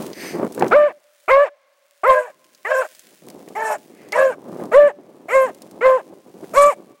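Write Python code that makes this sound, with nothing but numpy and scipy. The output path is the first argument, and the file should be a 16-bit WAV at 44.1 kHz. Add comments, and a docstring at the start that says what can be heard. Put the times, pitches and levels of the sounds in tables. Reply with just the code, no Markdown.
"""Wind buffets the microphone while twigs snap, dry litter rustles and a dog snorts; then it barks ten times.
The wind is coloured bursts of noise plus single pushes that ring briefly; litter is noise and clicks.
The snort, and later a faint sniff in, are noise through nose rings. Each bark is an arched tone of 16 sine
partials shaped by throat and mouth, with rasp and breath made of noise; four hoarse barks add a second note.
Far trees return the barks faintly, over a very quiet steady hush."""
import sys
import numpy as np
from scipy import signal
from scipy.fft import rfft, irfft
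from scipy.io import wavfile
from scipy.ndimage import uniform_filter1d

SR = 44100
rng = np.random.default_rng(int(sys.argv[2]) if len(sys.argv) > 2 else 0)


def transcribe(u):
    """Save the signal u as a 16-bit wav file named by the first command-line argument.

    u: samples, shape (n,) or (channels, n), limited to [-1, 1]; the rate is SR.
    q: integer samples, one column per channel.
    """
    v = np.clip(np.atleast_2d(u).T, -1, 1)
    q = np.round(v * 32767).astype(np.int16)
    wavfile.write(sys.argv[1], SR, q)


N = 308700
T = np.arange(N) / SR


def undb(db):
    """Turns decibels into a plain multiplier."""
    return 10 ** (np.asarray(db) / 20)


def unit(x):
    """Scales a sound to an average (RMS) strength of 1."""
    return x / np.sqrt(np.mean(x ** 2))


def curve(points):
    """Joins (time_s, value) points by straight lines."""
    return np.interp(T, *np.transpose(points))


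def colour(x, points):
    """Changes the tone of x by (pitch_hz, gain_db) points, joined on a log pitch axis."""
    hz, db = np.transpose(points)
    f = np.maximum(np.arange(len(x) // 2 + 1) * SR / len(x), 1)
    gain = undb(np.interp(np.log(f), np.log(hz), db))
    return irfft(rfft(x) * gain, len(x))


def walk(rate):
    """Random levels, rate new ones a second, smoothed twice; spread 1."""
    k = int(SR / rate)
    steps = np.repeat(rng.standard_normal(N // k + 1), k)
    return unit(uniform_filter1d(uniform_filter1d(steps, k), k)[:N])


def ring(x, modes, patchy_db=0):
    """Sums resonances, each applied twice for deep valleys between them and flickering on its own."""
    out = 0
    for hz, width, db in modes:
        b, a = signal.iirpeak(hz, hz / width, SR)
        once = signal.lfilter(b, a, x)
        twice = signal.lfilter(b, a, once)
        out = out + undb(db + patchy_db * walk(70)) * unit(twice)
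    return unit(out)


def grains(rate, scatter_db):
    """Random clicks, about rate a second, many small and few large."""
    hits = rng.random(N) < rate / SR
    return hits * rng.standard_normal(N) * undb(scatter_db * rng.exponential(size=N))


def wind():
    """Eddies thump on the microphone in ragged clusters; in strong gusts the higher part grows faster."""
    # strength of the wind over time: (time_s, level_db)
    gusts = [(0, -30), (.12, -29), (.16, -40), (.335, -31), (.35, -25.5), (.475, -26), (.49, -42),
             (.634, -15.5), (.7, -25.5), (.95, -56.5), (1.06, -88), (1.95, -93), (2.33, -63), (2.9, -73),
             (3.15, -56), (3.19, -67.5), (3.23, -44), (3.535, -41), (3.79, -51.5), (3.94, -45), (4.38, -45),
             (4.57, -29.5), (4.94, -46), (5.62, -41), (6.29, -49), (6.52, -37), (6.93, -49), (7, -70.5)]
    # colour of the low thumping: (pitch_hz, gain_db)
    low_colour = [(24, -71), (40, -38), (182, -1.5), (385, 3), (447, -2), (539, -2.5), (1200, -18.5),
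                  (1720, -35.5), (3500, -58.5), (4550, -74.5), (7700, -120)]
    edge_colour = [(300, -23.0), (900, 8.0), (1800, 6.0), (4000, -22.0), (8000, -49)]
    gust_db = curve(gusts)
    clusters = undb(3.5 * walk(40))
    eddies = (grains(900, 1.2) + .1 * rng.standard_normal(N)) * clusters
    low = unit(colour(eddies, low_colour))
    edge = unit(colour(eddies, edge_colour))
    return undb(gust_db) * low + undb(1.855 * gust_db - 1.0) * edge + buffets()


def buffets():
    """Each hard buffet is a sudden push of wind that rings for a cycle or two and dies away."""
    # single buffets, levels before the final colouring: (start_s, level_db, pitch_hz)
    pushes = [(0.344, -21, 371), (0.395, -20, 308), (0.417, -26, 518), (0.468, -25.5, 463),
              (0.578, -16.5, 488), (0.61, -10.5, 416), (0.624, -3, 798), (0.645, -14, 575),
              (0.666, -9.5, 355), (3.478, -28, 425), (4.603, -25.5, 560), (6.442, -26.5, 396)]
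    hiss_colour = [(500, 12), (2000, 11.5), (5000, -30.5)]
    out, t = np.zeros(N), T[:int(.03 * SR)]
    for start_s, db, hz in pushes:
        hiss = colour(rng.standard_normal(len(t)), hiss_colour)
        push = np.exp(-t / 0.0029) * (np.sin(2 * np.pi * hz * t) + 0.16 * hiss)
        out[int(start_s * SR):][:len(t)] += undb(db) * push
    return colour(out, [(60, -32), (250, 3.0)])


def litter():
    """Dry needles under the paws hiss and crackle: steady noise plus many small clicks."""
    # strength of the rustle over time: (time_s, level_db)
    rustle_points = [(0, -38.5), (.15, -48.5), (.33, -51), (.7, -46.5), (.95, -65), (1.26, -56.5),
                     (1.52, -74), (2.02, -59.5), (2.33, -62.5), (2.9, -48.5), (3.2, -55), (3.79, -54),
                     (4.38, -62.5), (4.6, -51), (4.94, -66.5), (5.53, -56.5), (6.2, -60.5), (6.52, -52),
                     (6.93, -63.5)]
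    # colour of the rustle: (pitch_hz, gain_db)
    rustle_colour = [(880, -39), (1500, -7), (2560, -7), (4240, -9), (9850, -9), (13900, -15.5),
                     (16000, -6)]
    crackle = unit(grains(700, 2.5))
    rustle = unit(colour(rng.standard_normal(N) + 1.2 * crackle, rustle_colour))
    return undb(curve(rustle_points) + 0.5 * walk(36)) * rustle + snaps()


def snaps():
    """Each snapping twig is a few milliseconds of bright, quickly fading noise."""
    # twigs, levels before colouring: (start_s, level_db)
    twigs = [(0.041, -42), (0.132, -34), (0.4476, -33), (0.523, -25.5), (0.5474, -22.5), (0.5952, -22.5),
             (0.6808, -25), (2.4432, -41.5), (2.5486, -39.5), (2.9492, -34), (2.9937, -28.5), (3.266, -37),
             (3.3012, -30.5), (3.487, -33.5), (4.0869, -35), (4.122, -21.5), (4.6551, -36), (5.547, -35.5),
             (5.6196, -27.5), (5.7112, -32.5)]
    out, t = np.zeros(N), T[:int(.03 * SR)]
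    for start_s, db in twigs:
        burst = undb(db) * np.exp(-t / 0.0036) * rng.standard_normal(len(t))
        mid_db, high_db = 6 * rng.standard_normal(2)  # no two twigs sound alike
        tone = [(800, -11), (2500, mid_db - 10), (5000, high_db - 5.5), (8000, -3.5), (15000, -12)]
        out[int(start_s * SR):][:len(t)] += colour(burst, tone)
    return out


def snort():
    """Air rushing through the nose, a snort and later a faint sniff in: noise through low and hissing rings."""
    # resonances of the nose, the lowest first: (pitch_hz, width_hz, relative_level_db)
    nose = [(1990, 960, 3.5), (4800, 1400, 4.5), (5970, 540, 0), (8900, 1500, 0.5), (12100, 3600, -1.5)]
    # rushes of air: (centre_s, spread_s, low_ring_level_db, hiss_level_db)
    rushes = [(0.259, 0.062, -36, -38.5), (4.03, 0.065, -55.5, -68)]
    low = ring(rng.standard_normal(N), nose[:1])
    hiss = ring(rng.standard_normal(N), nose[1:])
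    out = 0
    for centre_s, spread_s, low_db, hiss_db in rushes:
        swell = np.exp(-.5 * ((T - centre_s) / spread_s) ** 2)
        out = out + swell * (undb(low_db) * low + undb(hiss_db) * hiss)
    return out


def window(start, end, fall_s=0.022):
    """Opens in 5 ms and closes over fall_s."""
    return np.interp(T, [start, start + 0.005, end - fall_s, end], [0, 1, 1, 0])


def barks():
    """Moves the voice: pitch scoops up, holds and drops; the mouth closes; rasp and breath follow."""
    # one row a bark: (start_s, rise_s, hold_s, fall_s, starting_pitch as share of the top,
    # top_pitch_hz, pitch_before_fall_hz, swell_s, level_db at start, after swell, before fall,
    # rasp_db after swell, before fall, breath_db, breath_peak as share of the bark,
    # then open and closed mouth: middle_ring_hz twice, middle_ring_db twice,
    # upper_ring_hz twice, upper_ring_db twice; closing_time_s)
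    bark_rows = [ (0.708, 0.062, 0.1, 0.059, 0.49, 594, 592.6, 0.013, -28, -10.5, -18, -19, -30.5, -52.5, 0.043, 1435, 1255, 3, -12.5, 2370, 1775, -6, -15, 0.066),
                 (1.279, 0.038, 0.12, 0.06, .58, 530, 585.3, 0.038, -21, -11.5, -16, -19, -26, -46, 0.11, 1286, 1030, 4, -8, 2330, 1808, 0.5, -10.5, 0.071),
                 (2.033, 0.052, .17, 0.069, 0.63, 533, 489.8, 0.073, -20.5, -11, -34, -18.5, -37.5, -43, 0.22, 1240, 1000, 5, -7, 2295, 1653, -3.5, -12.5, 0.055),
                 (2.647, 0.081, 0.083, 0.065, 0.67, 533, 520, 0.071, -30, -22.5, -20, -27, -28.5, -39.5, .6, 1150, 1010, 4, -10, 2060, 1443, 10.5, -8, 0.052),
                 (3.55, 0.031, 0.16, 0.039, .72, 446.2, 430, 0.084, -30.5, -28, -30, -28, -31.5, -38, 0.77, 751.3, 904.5, 4, -2, 2124, 1570, 0.5, -1.5, 0.064),
                 (4.12, .08, 0.1, 0.053, .72, 531, 525, 0.094, -31, -13, -19, -21, -31.5, -39, 0.39, 1006, 956, 4, -21, 2270, 1470, 13.5, -23, 0.083),
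                 (4.714, .075, .088, .048, 0.63, 586, 579.4, 0.032, -31, -6.5, -16, -19.5, -31, -44.5, 0.096, 1230, 1115, 2, -19, 1934, 1760, -12, -14, 0.045),
                 (5.282, 0.073, 0.1, 0.066, 0.58, 537, 519.7, 0.077, -34, -10.5, -18, -24, -34, -38.5, 0.3, 1290, 1069, -3, -8.5, 2256, 1672, 5, -14.5, 0.099),
                 (5.808, 0.049, 0.11, 0.053, 0.79, 524, 517, 0.053, -21.5, -8, -16.5, -19.5, -31, -47, 0.36, 1366, 1055, -3.5, -8, 2200, 1710, 0.5, -28, 0.075),
                 (6.533, 0.054, 0.11, 0.052, 0.67, 570, 584.7, 0.043, -31, -13, -17.5, -20.5, -26.5, -29, 0.24, 1297, 1129, 2, 0, 2380, 2121, -10, -10, 0.066),
                 ]
    # moments when the voice breaks and the rasp flares: (centre_s, spread_s, added_rasp_db)
    flares = [(1.31, 0.0076, 5), (2.713, 0.0092, 9), (2.82, 0.0077, 7), (3.725, .018, 7), (4.19, 0.018, 8),
              (5.89, 0.0091, 5)]
    end_pitch, scoop_bend, droop_bend = .45, 1.6, 1.1  # end as share of held pitch; curvatures of rise and fall
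    drop_s, drop_db, end_db = 0.024, -14, -30.5  # the push gives out: a quick drop, then a fade
    arch_db = 1  # the push bulges in the middle of the hold
    open_s, shut_start_db = 0.01, -11.5  # the mouth opens first: its rings start this much weaker
    shut_hz, shut_db = 746, -2.5  # the middle ring goes here in the fall
    flare_db = -6  # the upper ring goes to this level in the fall
    rasp_first_db, rasp_last_db = -9.5, -3  # rasp at the very start and end, against its neighbours
    breath_first_db, breath_last_db = -12, -18  # breath at start and end, against its peak

    gate, hz, db, rasp_db, breath_db = np.zeros((5, N))
    jaw = np.zeros((4, N))  # middle ring Hz, dB, upper ring Hz, dB
    for (start, rise, hold, fall, low, top_hz, late_hz, swell, first_db, top_db, late_db,
         rasp, late_rasp, air, peak, *mouth, close) in bark_rows:
        late, length = rise + hold, rise + hold + fall
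        on = slice(int(start * SR), int((start + length) * SR))
        t = T[on] - start
        falling = np.clip((t - late) / fall, 0, 1)

        scoop = (1 - low) * np.clip(1 - t / rise, 0, 1) ** scoop_bend
        droop = (1 - end_pitch) * falling ** droop_bend
        hz[on] = np.interp(t, [rise, late], [top_hz, late_hz]) * (1 - scoop) * (1 - droop)

        db[on] = np.interp(t, [0, swell, late, late + drop_s, length],
                           [first_db, top_db, late_db, late_db + drop_db, late_db + end_db])
        db[on] += arch_db * np.sin(np.pi * np.clip((t - swell) / (late - swell), 0, 1))

        opened, closed = np.reshape(mouth, (4, 2, 1)).transpose(1, 0, 2)
        jaw[:, on] = closed + (opened - closed) * np.exp(-t / close)
        jaw[1::2, on] += shut_start_db * np.exp(-t / open_s)
        shutting = np.sqrt(falling)
        jaw[:2, on] += shutting * (np.array([[shut_hz], [shut_db]]) - jaw[:2, on])
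        jaw[3, on] += shutting * (flare_db - jaw[3, on])

        rasp_db[on] = np.interp(t, [0, swell, late, length],
                                [rasp + rasp_first_db, rasp, late_rasp, late_rasp + rasp_last_db])
        peak_s = np.clip(peak, 0, 1) * length
        breath_db[on] = air + np.interp(t, [0, peak_s, length], [breath_first_db, 0, breath_last_db])
        gate += window(start, start + length)
    for centre_s, spread_s, more_db in flares:
        rasp_db += more_db * np.exp(-.5 * ((T - centre_s) / spread_s) ** 2)
    return gate, hz, db, jaw, rasp_db, breath_db


def tract_db(f, jaw):
    """Gain at pitch f of the fixed throat ring and of three rings that change with the mouth."""
    # fixed throat ring: (pitch_hz, width_hz, gain_db)
    fixed_rings = [(611, 106.5, 0.5)]
    # overall tilt of the voice behind the rings: (pitch_hz, gain_db)
    slope = [(300, 5), (2400, -2), (2900, -3.5), (3400, -7.5), (4500, 0.5), (6000, -9), (9000, -17)]
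    middle_hz, middle_db, upper_hz, upper_db = jaw
    top_db = -17.5 + 0.7 * upper_db  # the top ring follows part of the upper ring's level
    rings = fixed_rings + [(middle_hz, 205, middle_db), (upper_hz, 213, upper_db), (2750, 410, top_db)]
    power = sum(undb(db) ** 2 / (1 + ((f - hz) / width) ** 2) ** 2 for hz, width, db in rings)
    return 10 * np.log10(power) + np.interp(f, *np.transpose(slope))


def second_fold():
    """In the hoarse barks a second fold sings its own note: its gate, pitch and level."""
    # second notes, levels before mixing: (start_s, swell_s, fade_s, start_pitch_hz, end_pitch_hz, peak_db)
    notes = [(2.05, 0.1448, 0.046, 574, 617, -20), (2.68, 0.03, .136, 616, 611, -24),
             (3.555, 0.181, 0.028, 700, 590, -29.5), (4.15, 0.039, .172, 644, 582, -17.5)]
    edge_db = -27.5  # start and end, against the peak
    hoarse, hz_points, db_points = 0, [], []
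    for start, swell, fade, first_hz, last_hz, top_db in notes:
        end = start + swell + fade
        hoarse = hoarse + window(start, end)
        hz_points += [(start, first_hz), (end, last_hz)]
        db_points += [(start, top_db + edge_db), (start + swell, top_db), (end, top_db + edge_db)]
    return hoarse, curve(hz_points), curve(db_points)


def hound():
    """Vocal folds sing the partials; air through them rasps in the throat and hisses in the mouth."""
    # throat rings for the rasp: (pitch_hz, width_hz, relative_level_db)
    throat = [(619, 85, 4.5), (1150, 407, -1), (1570, 380, -3), (2220, 395, -8.5), (2530, 120, -21)]
    # mouth rings for the breath: (pitch_hz, width_hz, relative_level_db)
    mouth = [(4290, 600, -6.5), (5620, 500, -1.5), (7000, 690, -4.5), (7460, 1200, 1.5), (8340, 2600, 7),
             (11400, 1500, 1)]
    # mixtures of the two notes: (multiple of the main pitch added, relative_level_db)
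    beat_rows = [(0, 2.5), (1, -27.5), (1.998, -4.5), (3.001, -25.5)]
    grit_db, airy_db = -5.5, -2  # the rasp splits into rough overtones and plain air in the throat

    gate, hz, voice_db, jaw, rasp_db, breath_db = barks()
    hoarse, fold_hz, fold_db = second_fold()
    # the second fold unsettles pitch and level of the first
    unrest = .002 + .012 * hoarse
    phase = 2 * np.pi * np.cumsum(hz * (1 + unrest * walk(150))) / SR  # cycles are never quite equal
    grit = np.minimum(undb(rasp_db - voice_db + grit_db), 1.5)
    tone = 0
    for k in range(1, 17):
        shimmer_db = (.4 + .7 * hoarse) * min(k, 3) * walk(80)
        level = undb(voice_db + tract_db(k * hz, jaw) + shimmer_db)
        roughness = 1 + min(k - 1, 1) * grit * walk(400)  # the lowest partial gets no grit
        tone = tone + level * roughness * np.sin(k * phase - (k - 1) * np.pi / 2)

    rasp = undb(rasp_db + airy_db) * ring(rng.standard_normal(N), throat, patchy_db=2.5)
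    puffs = 1 + .5 * np.cos(phase)  # the air comes once a cycle
    breath = undb(breath_db) * ring(rng.standard_normal(N), mouth, patchy_db=4.0) * puffs

    fold_phase = 2 * np.pi * np.cumsum(fold_hz * (1 + 0.0225 * walk(120))) / SR
    beats = sum(undb(db + 2.5 * walk(70)) * np.sin(fold_phase + k * phase) for k, db in beat_rows)
    second_note = hoarse * undb(fold_db) * np.sqrt(2) * beats
    return gate * (np.sqrt(2) * tone + rasp + breath) + second_note


def trees(x):
    """Trunks return a late, slowly fading, dull smear, one clearer answer after 0.1 s
    and a second, almost inaudible one."""
    # nearer stands of trees, levels before colouring: (delay_s, level_db)
    stands = [(0.101, -32), (0.318, -64.5)]
    t60_s, smear_db, gap_s = 2.1, -41, 0.27  # time to fade by 60 dB, level before colouring, build-up time
    reply_colour = [(300, -35), (600, -1.5), (1200, -9.5), (2500, -5), (6000, -20)]
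    t = T[:int(1.5 * SR)]
    smear = np.clip(t / gap_s, 0, 1) ** 2 * undb(-60 * t / t60_s)
    shapes = [(smear, smear_db)]
    shapes += [(np.exp(-.5 * ((t - delay_s) / .0015) ** 2), db) for delay_s, db in stands]
    swell = sum(undb(db) * shape / np.sqrt(np.sum(shape ** 2)) for shape, db in shapes)
    reply = colour(rng.standard_normal(len(t)), reply_colour)
    return signal.fftconvolve(x, reply * swell)[:N]


def hush():
    """A very quiet, steady background of coloured noise."""
    tone = [(150, -19.5), (500, 4.0), (2000, 4), (6000, -7.0), (15000, -41)]
    return undb(-68) * unit(colour(rng.standard_normal(N), tone))


def scene():
    """Adds all the sounds into one channel."""
    dog = hound()
    return (wind() + litter() + snort() + dog + trees(dog) + hush())[None]


def record(dry):
    """A slightly lopsided amplifier adds a trace of rumble under loud sounds and rounds peaks; the top is cut."""
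    rumble_band = signal.butter(2, [30, 300], "band", fs=SR, output="sos")
    bend = signal.sosfilt(rumble_band, dry ** 2)
    rounded = dry / (1 + (dry / .95) ** 4) ** .25 + .014 * bend
    top_cut = signal.ellip(8, .2, 85, 15850, fs=SR, output="sos")  # low-pass at 15850 Hz
    return signal.sosfilt(top_cut, rounded)


dry = scene()
out = record(dry)
transcribe(out)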